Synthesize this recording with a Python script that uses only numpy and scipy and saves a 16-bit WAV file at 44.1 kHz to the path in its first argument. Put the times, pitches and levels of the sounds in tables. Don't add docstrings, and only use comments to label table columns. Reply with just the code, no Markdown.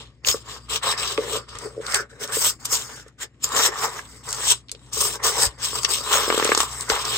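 import sys
import numpy as np
from scipy import signal
from scipy.fft import rfft, irfft, next_fast_len
from scipy.io import wavfile
from scipy.ndimage import uniform_filter1d

SR = 44100
rng = np.random.default_rng(int(sys.argv[2]) if len(sys.argv) > 2 else 0)


def generate_wav(sig):
    pcm = np.round(np.clip(np.atleast_2d(sig).T, -1, 1) * 32767).astype(np.int16)
    wavfile.write(sys.argv[1], SR, pcm)


def linear_from_db(decibels):
    return 10 ** (np.asarray(decibels, float) / 20)


N = 316197


def in_time(rows):
    time_s, *columns = np.transpose(rows)
    return [np.interp(np.arange(N) / SR, time_s, column) for column in columns]


def at_hz(points, hz):
    points = np.array(points, float)
    return np.interp(np.log(hz + 1), np.log(points[:, 0] + 1), points[:, 1])


def rms_one(x):
    return x / np.sqrt(np.mean(x ** 2) + 1e-20)


def band(x, order, low_hz, high_hz):
    return signal.sosfilt(signal.butter(order, [low_hz, high_hz], "band", fs=SR, output="sos"), x)


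def lowpass(x, order, hz):
    return signal.sosfilt(signal.butter(order, hz, fs=SR, output="sos"), x)


def drift(rate_hz):
    r = np.exp(-80 * np.pi * rate_hz / SR)
    noise = rng.standard_normal(N // 40 + 2002)
    slow = signal.lfilter([1], [1, -2 * r, r * r], noise)[2000:]
    return np.interp(np.arange(N) / 40, np.arange(len(slow)), rms_one(slow))


def resonance(x, hz, width_hz):
    r = np.exp(-np.pi * width_hz / SR)
    zeros = np.array([1, 0, -1]) * (1 - r * r) / 2
    return signal.lfilter(zeros, [1, -2 * r * np.cos(2 * np.pi * hz / SR), r * r], x)


def resonance_twice(x, hz, width_hz):
    return resonance(resonance(x, hz, width_hz), hz, width_hz)


def ring(clicks, hz, t60_s):
    r, w = linear_from_db(-60 / (t60_s * SR)), 2 * np.pi * hz / SR
    return signal.lfilter([0, np.sin(w)], [1, -2 * r * np.cos(w), r * r], clicks + 1e-18)


def strikes(times_s, gains):
    clicks = np.zeros((2, N))
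    clicks[:, (np.array(times_s) * SR).astype(int)] = gains
    return clicks


def grains(per_s, spread_db):
    height_db = spread_db * np.minimum(rng.exponential(1, N), 4)
    caught = (rng.random(N) < per_s / SR) * linear_from_db(height_db)
    return caught * rng.standard_normal((2, 2, N)) + 1e-18


def rubbed(slips, peaks, patchy_db, shift_hz, low_hz, high_hz, favoured_hz, favour_db, reach):
    coarse_time = np.arange(0, N, 32)
    gains_db = np.array([db + patchy_db * drift(shift_hz)[::32] for hz, width_hz, db in peaks])
    distance = np.log(np.array(peaks)[:, :1] / favoured_hz[::32]) / reach
    gains = linear_from_db(gains_db + favour_db * np.exp(-distance ** 2))
    gains /= np.sqrt(np.sum(gains ** 2, axis=0))
    out = 0
    for k, (hz, width_hz, db) in enumerate(peaks):
        gain = np.interp(np.arange(N), coarse_time, gains[k])
        out = out + gain * rms_one(resonance_twice(slips[k % 2], hz, 1.6752 * width_hz))
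    return rms_one(band(out, 2, low_hz, high_hz))


# peak_s, rise_s_per_20db, fall_s_per_20db, rasp_db, wall_share_db
TUGS = [(0, .01, 0.0805, -49.5, -2.5), (0.289, 0.0115, 0.0683, -19.5, -9.5),
        (1.246, 0.106, 0.0209, -43, 1.5), (1.361, 0.2021, 0.0521, -32.5, 0),
        (1.648, 0.1265, 0.0635, -43, 2), (1.948, 0.1031, 0.0062, -28, 5.5), (2.448, 0.04, 0.05, -18, -11),
        (2.654, 0.006, 0.016, -22.5, -11), (2.735, 0.05, 0.1, -21.5, -8), (3.23, 0.0331, 0.0213, -28.5, -2),
        (3.443, 0.014, 0.024, -18.5, -12), (3.847, 0.1298, 0.0481, -27, 4.5),
        (4.522, 0.12, 0.015, -17, -10.5), (5.268, 0.0023, 0.0933, -21, -2.5), (5.43, 0.07, 0.03, -17, -2.5),
        (5.65, 0.0485, 0.1358, -26.5, -9), (5.756, 0.0305, 0.1591, -30.5, -4), (5.945, 0.03, 0.11, -27, -7),
        (6.13, 0.1226, 0.5536, -28, 2.5), (6.135, 0.06, 0.14, -24.5, 3), (6.616, 0.0864, 0.0518, -26, -0.5),
        (6.801, 0.2877, 0.1356, -36, -8)]
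# start_s, length_s, entry_db, exit_db, wall_share_db
DRAGS = [(0.496, 0.08368, -43, -48.5, -1), (0.699, 0.065094, -36, -29.5, -4),
         (0.834, 0.091785, -33, -29.5, 5), (0.98, 0.1298, -35.5, -35, -1), (1.12, 0.07674, -34.5, -60, -2),
         (1.489, 0.091, -49.5, -59.5, -1), (1.711, 0.098, -63.5, -61.5, -2.5), (2.206, 0.036, -38, -31, -4),
         (2.287, 0.03938, -43, -43.5, 7), (2.326, 0.11, -30, -24, -9), (2.462, 0.034, -22, -25, -11),
         (2.5, 0.07, -45, -66, -15), (2.602, 0.1302, -50.5, -51.5, -3), (2.825, 0.18539, -43, -48, -3.5),
         (3.023, 0.06515, -66, -64.5, 2), (3.493, 0.06321, -42.5, -28.5, 2.5),
         (3.564, 0.10202, -24.5, -19.5, 1), (3.892, 0.09936, -45, -41.5, 3.5),
         (4.013, 0.20053, -51, -56.5, -4.5), (4.531, 0.07869, -32, -63, -14.5),
         (4.708, 0.1919, -70.5, -58.5, -7), (4.934, 0.0728, -29.5, -28.5, -14.5),
         (6.345, 0.1848, -37.5, -34, 3.5), (6.895, 0.13665, -30, -38.5, 5.5),
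         (7.051, 0.1353, -33.5, -30, 1),
         (0.254, 0.01942, -37.5, -25.5, -6), (0.443, 0.0435, -60, -47.5, 0),
           (0.601, 0.0798, -62.5, -64.5, -3), (1.955, 0.057986, -27, -42.5, 4.5),
           (2.1, 0.0975, -58.5, -63.5, 0), (4.238, 0.04417, -48.5, -39.5, -5.5),
           (4.29, 0.1543, -38, -35, -1), (5.01, 0.14846, -23, -37, -7), (5.198, 0.0351, -56.5, -59, 13),
           (5.239, 0.02132, -26.5, -20, 0), (5.579, 0.04053, -60.5, -50, 5),
           (5.5, 0.0767, -56.5, -66.5, 1.5), (3.302, 0.12, -82.5, -77.5, -4), (4.62, 0.0782, -75, -77, -6),
           (1.408, 0.0454, -63.5, -78.5, 4), (1.534, 0.02292, -63.5, -50, 8), (5.889, 0.05, -30, -27, -7),
           (5.34, 0.05, -40, -33, 0), (5.44, 0.02, -24, -25, -3), (3.455, 0.035, -36, -43, 0),
           (2.712, 0.02, -31, -26, -8), (3.405, 0.025, -62, -48, -10)]
TOUCH_DB = 26
ATTACK_DB_S, RELEASE_DB_S = 1699.5, 680.5
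MEAN_DB, REST_DB = -36.5, -82


def pressure(follows, share, release_db_s, attack_db_s=ATTACK_DB_S):
    t = np.arange(0, N + 32, 32) / SR
    peak_s, rise_s, fall_s, peak_db, tug_share_db = np.transpose(TUGS)[..., None]
    early_s = np.maximum(peak_s - t, 0)
    late_s = np.maximum(t - peak_s, 0)
    tugs_db = peak_db - 20 * early_s / rise_s - 20 * late_s / fall_s
    untouched_db = ATTACK_DB_S * np.maximum(early_s - TOUCH_DB / 20 * rise_s, 0)
    tugs_felt_db = follows * (tugs_db - MEAN_DB) + share * tug_share_db - untouched_db

    start_s, length_s, entry_db, exit_db, drag_share_db = np.transpose(DRAGS)[..., None]
    drags_db = entry_db + (exit_db - entry_db) * np.clip((t - start_s) / length_s, 0, 1)
    edges_db = attack_db_s * np.maximum(start_s - t, 0)
    edges_db = edges_db + release_db_s * np.maximum(t - start_s - length_s, 0)
    drags_felt_db = follows * (drags_db - MEAN_DB) + share * drag_share_db - edges_db

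    power = np.sum(linear_from_db(np.vstack([tugs_felt_db, drags_felt_db]) + MEAN_DB) ** 2, axis=0)
    return np.interp(np.arange(N) / SR, t, 10 * np.log10(power + linear_from_db(REST_DB) ** 2))


# centre_hz, width_hz, level_db
RASP = [(5864.5, 1180.5, 3.5), (6904.5, 360.8, -8), (7224.3, 508.5, -2.5), (7925, 633.6, -2),
        (8526.7, 279.8, -7), (9005.1, 230, -10), (9280, 630, -18), (8060, 90, -11), (6640, 160, -8)]
COARSE = [(2571.5, 1142.3, -9.5), (3272.6, 994.6, 4), (3843.8, 1748, -12.5), (4768.4, 195.8, -2.5),
          (4786.7, 780, -6), (5150, 220, -4), (3850, 200, -9)]
FINE = [(10848, 1600, -20), (11556, 744, -8.5), (12438, 680, -3), (14084, 970, -1), (15280, 710, -6)]
# time_s, coarse_db, fine_db, box_open_db, left_right_db
CONTACT = [(.06, 5, -4, 0, 2), (.28, -1.5, 1.5, -1, 3), (.98, 4, -2, -8.5, 3.5), (1.3, 0, 2, 4.5, 3.5),
           (1.52, 4, -6, -4, 2), (1.7, -3.5, -0.5, 10, 2), (1.95, -2.5, -2.5, -15.5, 0.5),
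           (2.15, -5, -0.5, 8, 1), (2.36, -5, 2, -9, 1), (3.6, -3.5, -2.5, -8, 2), (4.15, -4.5, 3, -7, 0.5),
           (4.6, -4, -9, -5, 2), (5.05, -5, 1, 0, 2.5), (5.45, -1, -2.5, -5.5, 2), (6.05, 0.5, 1.5, -3, 4),
           (6.5, 1.5, 2, -17, 2), (6.8, -8.5, -1, -8, 2), (7, 2.5, 0.5, -9, 1.5)]
# time_s, fine_face_hz, coarse_face_hz
PATCH = [(0, 7000, 3000), (.3, 6700, 5150), (.6, 7500, 5100), (.72, 8000, 3750), (1.15, 8000, 3900),
         (1.9, 8300, 5200), (2.23, 8100, 3400), (2.37, 8600, 5100), (2.48, 7700, 4800), (2.65, 6600, 4800),
         (2.8, 6600, 4800), (3.6, 7250, 4000), (4.3, 8000, 5000), (4.5, 7700, 3200), (5.27, 8400, 5300),
         (5.7, 7700, 5000), (6.2, 7900, 3200), (7.17, 7600, 4000)]
COARSE_FOLLOWS, FINE_FOLLOWS, FINE_DB = -0.09756, 0.2401, -13.5


def foam():
    rasp_db = pressure(1, 0, RELEASE_DB_S)
    firm_db = rasp_db - MEAN_DB
    coarse_db, fine_db, _, pan_db = in_time(CONTACT)
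    coarse_db = coarse_db + COARSE_FOLLOWS * firm_db
    fine_db = fine_db + FINE_DB + FINE_FOLLOWS * firm_db
    slips = grains(8000, spread_db=-1.0) * linear_from_db(1.5638 * drift(34))
    fine_hz, coarse_hz = in_time(PATCH)
    out = rubbed(slips, RASP, 3.254, 12.593, 5047, 9674.3, fine_hz, favour_db=7.0, reach=.07)
    out += linear_from_db(coarse_db) * rubbed(slips, COARSE, 4.89, 14.445, 1600, 5668.6, coarse_hz, favour_db=6.0, reach=.1)
    out += linear_from_db(fine_db) * rubbed(slips, FINE, 3.7, 17, 10500, 22000, 2 * fine_hz, favour_db=3.0, reach=.2)
    return linear_from_db(rasp_db + 0.5808) * out, pan_db


# time_s, peak_db, centre_hz
SNAPS = [(0.247, -13, 2809), (0.272, -12, 6600), (0.285, -2, 5100), (0.312, -10, 5100), (0.841, -28, 5000),
         (1.1755, -13, 2444), (1.5527, -28.5, 6716), (1.5694, -32.5, 4060), (1.5858, -18.5, 7424),
         (1.864, -17, 7725), (1.865, -19, 4800), (1.921, -16, 5200), (1.9434, -2, 8230),
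         (1.9445, -12, 3600), (2.2751, -21.5, 7910), (3.081, -35.5, 8110), (3.3428, -55.5, 2230),
         (3.489, -20, 8300), (3.991, -20, 1600), (4.288, -14, 8200), (4.307, -15, 7800), (4.316, -20, 7500),
         (4.3267, -6, 8232), (4.345, -19, 7000), (4.518, -8, 7700), (4.6839, -30, 4200), (4.693, -26, 3500),
         (4.7149, -12.5, 8498), (4.7226, -24, 8103), (4.748, -30.5, 3607), (4.793, -46, 3450),
         (5.2644, -7.5, 7790), (5.4294, -23, 8250), (5.8317, -8.5, 7852), (5.655, -14, 7500),
         (5.8466, -1, 5624), (5.849, -6, 2900), (6.8081, -7, 8293), (6.8987, -5, 5088), (6.899, -9, 1800),
         (6.728, -22, 7000), (7.0514, -12, 5628)]
# time_s, peak_db, centre_hz
TICKS = [(6.301, -7, 1500), (6.325, -13, 2900), (6.397, -12, 2400), (6.425, -14, 2000), (6.49, -13, 2200),
         (6.3442, -15, 2323), (6.377, -11.5, 7598), (6.4452, -2, 8043), (6.4529, -13, 2441),
         (6.4743, -14, 3742), (6.5174, -4, 1600), (6.548, -2, 6110), (6.575, -1.5, 7807), (6.6023, 0, 7658),
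         (6.603, -10, 3000), (6.6314, -11.5, 7650)]


def snaps():
    t = np.arange(2205) / SR
    out = np.zeros((2, N + 2205))
    decay = linear_from_db(-60 * t / .016) + linear_from_db(-19 - 60 * t / .06)
    for time_s, peak_db, hz in SNAPS + TICKS:
        noise = rng.standard_normal((2, len(t))) * decay
        burst = resonance(noise, hz, hz * .2) + .6 * resonance_twice(noise, hz * .7, hz * 1.2)
        start = round(time_s * SR) + 30
        out[:, start:][:, :len(t)] += linear_from_db(peak_db) * burst / np.abs(burst).max()
    out = out[:, :N]
    dull = lowpass(out, 4, 9500)
    return dull + linear_from_db(-15.0) * (out - dull)


# centre_hz, width_hz, level_db
WALL = [(675.14, 240, -11.5), (845.36, 146.7, -6.5), (957.77, 241.5, 0), (1124.3, 234.71, 3.5),
        (1282, 302.7, 0.5), (1500, 237.34, 0), (1758.7, 160.1, 0), (2012.5, 217.8, -1)]
CAVITY = [(290.84, 160, -8), (406.45, 41.1, -2), (438.72, 94.46, 6), (543.98, 60.78, -6)]
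# time_s, favoured_hz
SPOT = [(0, 1085), (1.75, 1150), (1.88, 1541), (2.04, 1500), (2.3, 1400), (2.45, 1220), (3.2, 1580),
        (3.5, 1094), (5.3, 1076), (5.37, 859.8), (5.52, 859.6), (5.65, 1150), (7.17, 1150)]
WALL_FOLLOWS = 0.77186
WALL_ATTACK_DB_S, WALL_RELEASE_DB_S = 902, 455.5
AIR_LAG_S = 0.007263


def box():
    wall_db = pressure(WALL_FOLLOWS, 0.9225, WALL_RELEASE_DB_S, WALL_ATTACK_DB_S)
    lagged_db = np.interp(np.arange(N) - AIR_LAG_S * SR, np.arange(N), wall_db)
    air_db = lagged_db.clip(None, wall_db + 6) + in_time(CONTACT)[2]
    slips = grains(2000, spread_db=1.5) * linear_from_db(1.622 * drift(27))
    spot_hz, = in_time(SPOT)
    walls = rubbed(slips, WALL, 3.279, 6.926, 460, 3218, spot_hz, favour_db=7.0, reach=.19)
    air = rubbed(slips, CAVITY, 3.951, 10.162, 150, 636.76, spot_hz, favour_db=0, reach=.2)
    return linear_from_db(wall_db - 1.0) * walls + linear_from_db(air_db - 4.5) * linear_from_db(2.6 * drift(18.0)) * air


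# time_s, cavity_peak_db, wall_re_cavity_db
KNOCKS = [
    (0.343, -15.5, -10.5),
    (1.1775, -26, 8),
    (2.724, -26.5, -14),
    (3.062, -37, -12.5),
    (4.724, -39.5, -30.5),
    (4.747, -37, -36.5),
    (4.97, -25.5, -2.5),
    (5.73, -28.5, -0.5),
    (5.845, -29.5, 4),
    (6.899, -14, -2),
]
# time_s, cavity_peak_db, wall_re_cavity_db
JUDDER = [(6.234, -27, -2), (6.278, -18, -10.5), (6.3, -12, -18.5), (6.324, -18, -1), (6.342, -15.5, -4.5),
          (6.376, -14.5, -3.5), (6.397, -21.5, 8.5), (6.424, -17.5, -0.5), (6.45, -13.5, -9.5),
          (6.473, -30, 8.5), (6.491, -14, -23), (6.518, -13.5, -1), (6.548, -29.5, 12.5), (6.574, -20, 4),
          (6.602, -38, 24), (6.631, -39, 17.5)]
# time_s, cavity_peak_db, wall_re_cavity_db
BUMPS = [(1.18, -9, -10), (1.187, -16, -15), (1.203, -22, -10), (1.218, -26, -10), (1.236, -26, -10),
         (1.262, -30, -10), (1.37, -22, -10), (1.652, -30, -15), (1.765, -28, -20), (1.776, -19, -20),
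         (1.79, -23, -20), (1.799, -24, -20), (2.367, -16, -10), (5.436, -30, 12)]
# mode_hz, level_db, t60_s
WOOD = [(436.93, -18, 0.11), (461.17, 9.5, 0.035455), (516.01, 4, 0.036), (902.48, 0, 0.033),
        (1150, 14, 0.020626), (1341.4, 3, 0.014), (1724, -20, .02)]


def knocks(blows, damping, trim_db, contact_hz):
    time_s, cavity_db, wall_db = np.transpose(blows)
    chance_db = rng.normal(0, 1.6, (len(time_s), len(WOOD), 2))
    out = 0
    for k, (hz, db, t60_s) in enumerate(WOOD):
        blow_db = cavity_db + wall_db * (hz > 700) + db + trim_db + chance_db[:, k].T
        out = out + ring(strikes(time_s + 0.0009558, linear_from_db(blow_db)), hz, t60_s / damping)
    return band(out, 3, 260, contact_hz)


# time_s, peak_db
THUMPS = [
    (0.287, -29.5),
    (1.55, -31),
    (5.466, -21.5),
    (6.918, -25.5),
]
# mode_hz, level_db, t60_s
DESK = [(56.236, -8.5, 0.12), (93, -5.5, 0.073)]


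def jolts():
    time_s, jolt_db = np.transpose(THUMPS)
    push = lowpass(strikes(time_s, linear_from_db(jolt_db)) + 1e-18, 2, 120)
    return sum(linear_from_db(db) * ring(push, hz, t60_s) for hz, db, t60_s in DESK)


# freq_hz, common_share_0_1
LIKENESS = [(100, .9), (300, .98), (500, .93), (1000, .8), (2500, .5), (5000, .55), (8000, .56),
            (15000, .56)]
# freq_hz, lead_rad
LEAD = [(0, 0), (780, 0), (1460, .5), (2500, 1.5), (3700, 3.4), (4570, 7.3), (5860, 16.6), (6370, 18.7),
        (16600, 18.9)]
# freq_hz, left_right_db
BALANCE = [(60, 6), (110, 3.5), (200, 4), (380, 4.5), (700, 6), (1290, -1), (2380, 0), (4400, 3.5),
           (8120, 5), (15000, 1.5)]


def ports(paths):
    size = next_fast_len(N + 4096)
    hz = np.arange(size // 2 + 1) * SR / size
    one, other = rfft(paths, size)
    alike = np.clip(at_hz(LIKENESS, hz), 0, 1)
    tilt = linear_from_db(at_hz(BALANCE, hz) / 2)
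    right = (alike * one + np.sqrt(1 - alike ** 2) * other) * np.exp(-1j * at_hz(LEAD, hz))
    return irfft(np.array([one * tilt, right / tilt]), size)[:, :N]


ROOM_T60_S, ROOM_DB = 0.06432, -13.5


def room(x):
    t = np.arange(SR // 3) / SR
    dull = signal.lfilter([1], [1, -.6], rng.standard_normal((2, len(t))))
    tail = dull * linear_from_db(-60 * t / ROOM_T60_S) * (t > .006)
    tail /= np.sqrt(np.sum(tail ** 2, axis=1, keepdims=True))
    return signal.fftconvolve(x, tail, axes=1)[:, :N]


# freq_hz, rms_db
HUM = [(59.8, -55), (119.7, -57)]
# time_s, level_db
MAINS_LOAD = [(0, 1), (1.8, 1), (2.2, -2.5), (3.7, -3), (4.2, -1), (5.3, 1), (7.17, 2.5)]
# freq_hz, level_db_per_hz
FLOOR = [(15, -61), (25, -29), (70, -12.5), (138, -6), (183, -15.5), (249, -10.5), (1340, -42),
         (1820, -27.5), (3380, -42.5), (7940, -65), (12000, -79), (15600, -100), (22000, -120)]
FLOOR_DB = -50.5
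REDUCER_S, REDUCER_FOLLOWS, REDUCER_DB = 0.03, 0.19, 1.5


def background():
    hz, t = np.arange(N // 2 + 1) * SR / N, np.arange(N) / SR
    load_db, = in_time(MAINS_LOAD)
    spectrum = rfft(rng.standard_normal((2, N))) * linear_from_db(at_hz(FLOOR, hz))
    fans = linear_from_db(FLOOR_DB - 4.5) * rms_one(irfft(spectrum, N))
    hum = 0
    for mains_hz, db in HUM:
        level = np.sqrt(2) * linear_from_db(db + load_db + 2.433 * drift(16))
        wander_rad = 0.662 * np.array([drift(3.5), drift(3.91)])
        hum = hum + level * np.sin(2 * np.pi * mains_hz * t + wander_rad)
    front_db = pressure(0.7796, 0, RELEASE_DB_S) - MEAN_DB
    reducer_db = REDUCER_DB + REDUCER_FOLLOWS * uniform_filter1d(front_db, int(REDUCER_S * SR))
    return (fans + hum) * linear_from_db(reducer_db)


def scene():
    rasp, pan_db = foam()
    wood = box()
    wood += knocks(KNOCKS, 0.6564, trim_db=-16.5, contact_hz=3000)
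    wood += knocks(JUDDER, 1.7, trim_db=-12, contact_hz=1656.5)
    wood += knocks(BUMPS, 0.6, trim_db=-16.5, contact_hz=650)
    pan = linear_from_db(np.array([[.5], [-.5]]) * (pan_db - 3.5))
    near = ports(rasp + snaps()) * pan + ports(wood)
    return near + linear_from_db(ROOM_DB) * room(near) + ports(background() + jolts())


def roll_off(x):
    return signal.sosfilt(signal.butter(12, 17010, fs=SR, output="sos"), x)


def record(dry):
    dry = signal.sosfilt(signal.butter(2, 40, "high", fs=SR, output="sos"), dry)
    rounded = 1.4 * np.tanh(dry / 1.09)
    top_cut = signal.cheby2(18, 50, 16350, fs=SR, output="sos")
    return roll_off(signal.sosfilt(top_cut, rounded))


dry = scene()
out = record(dry)
generate_wav(out)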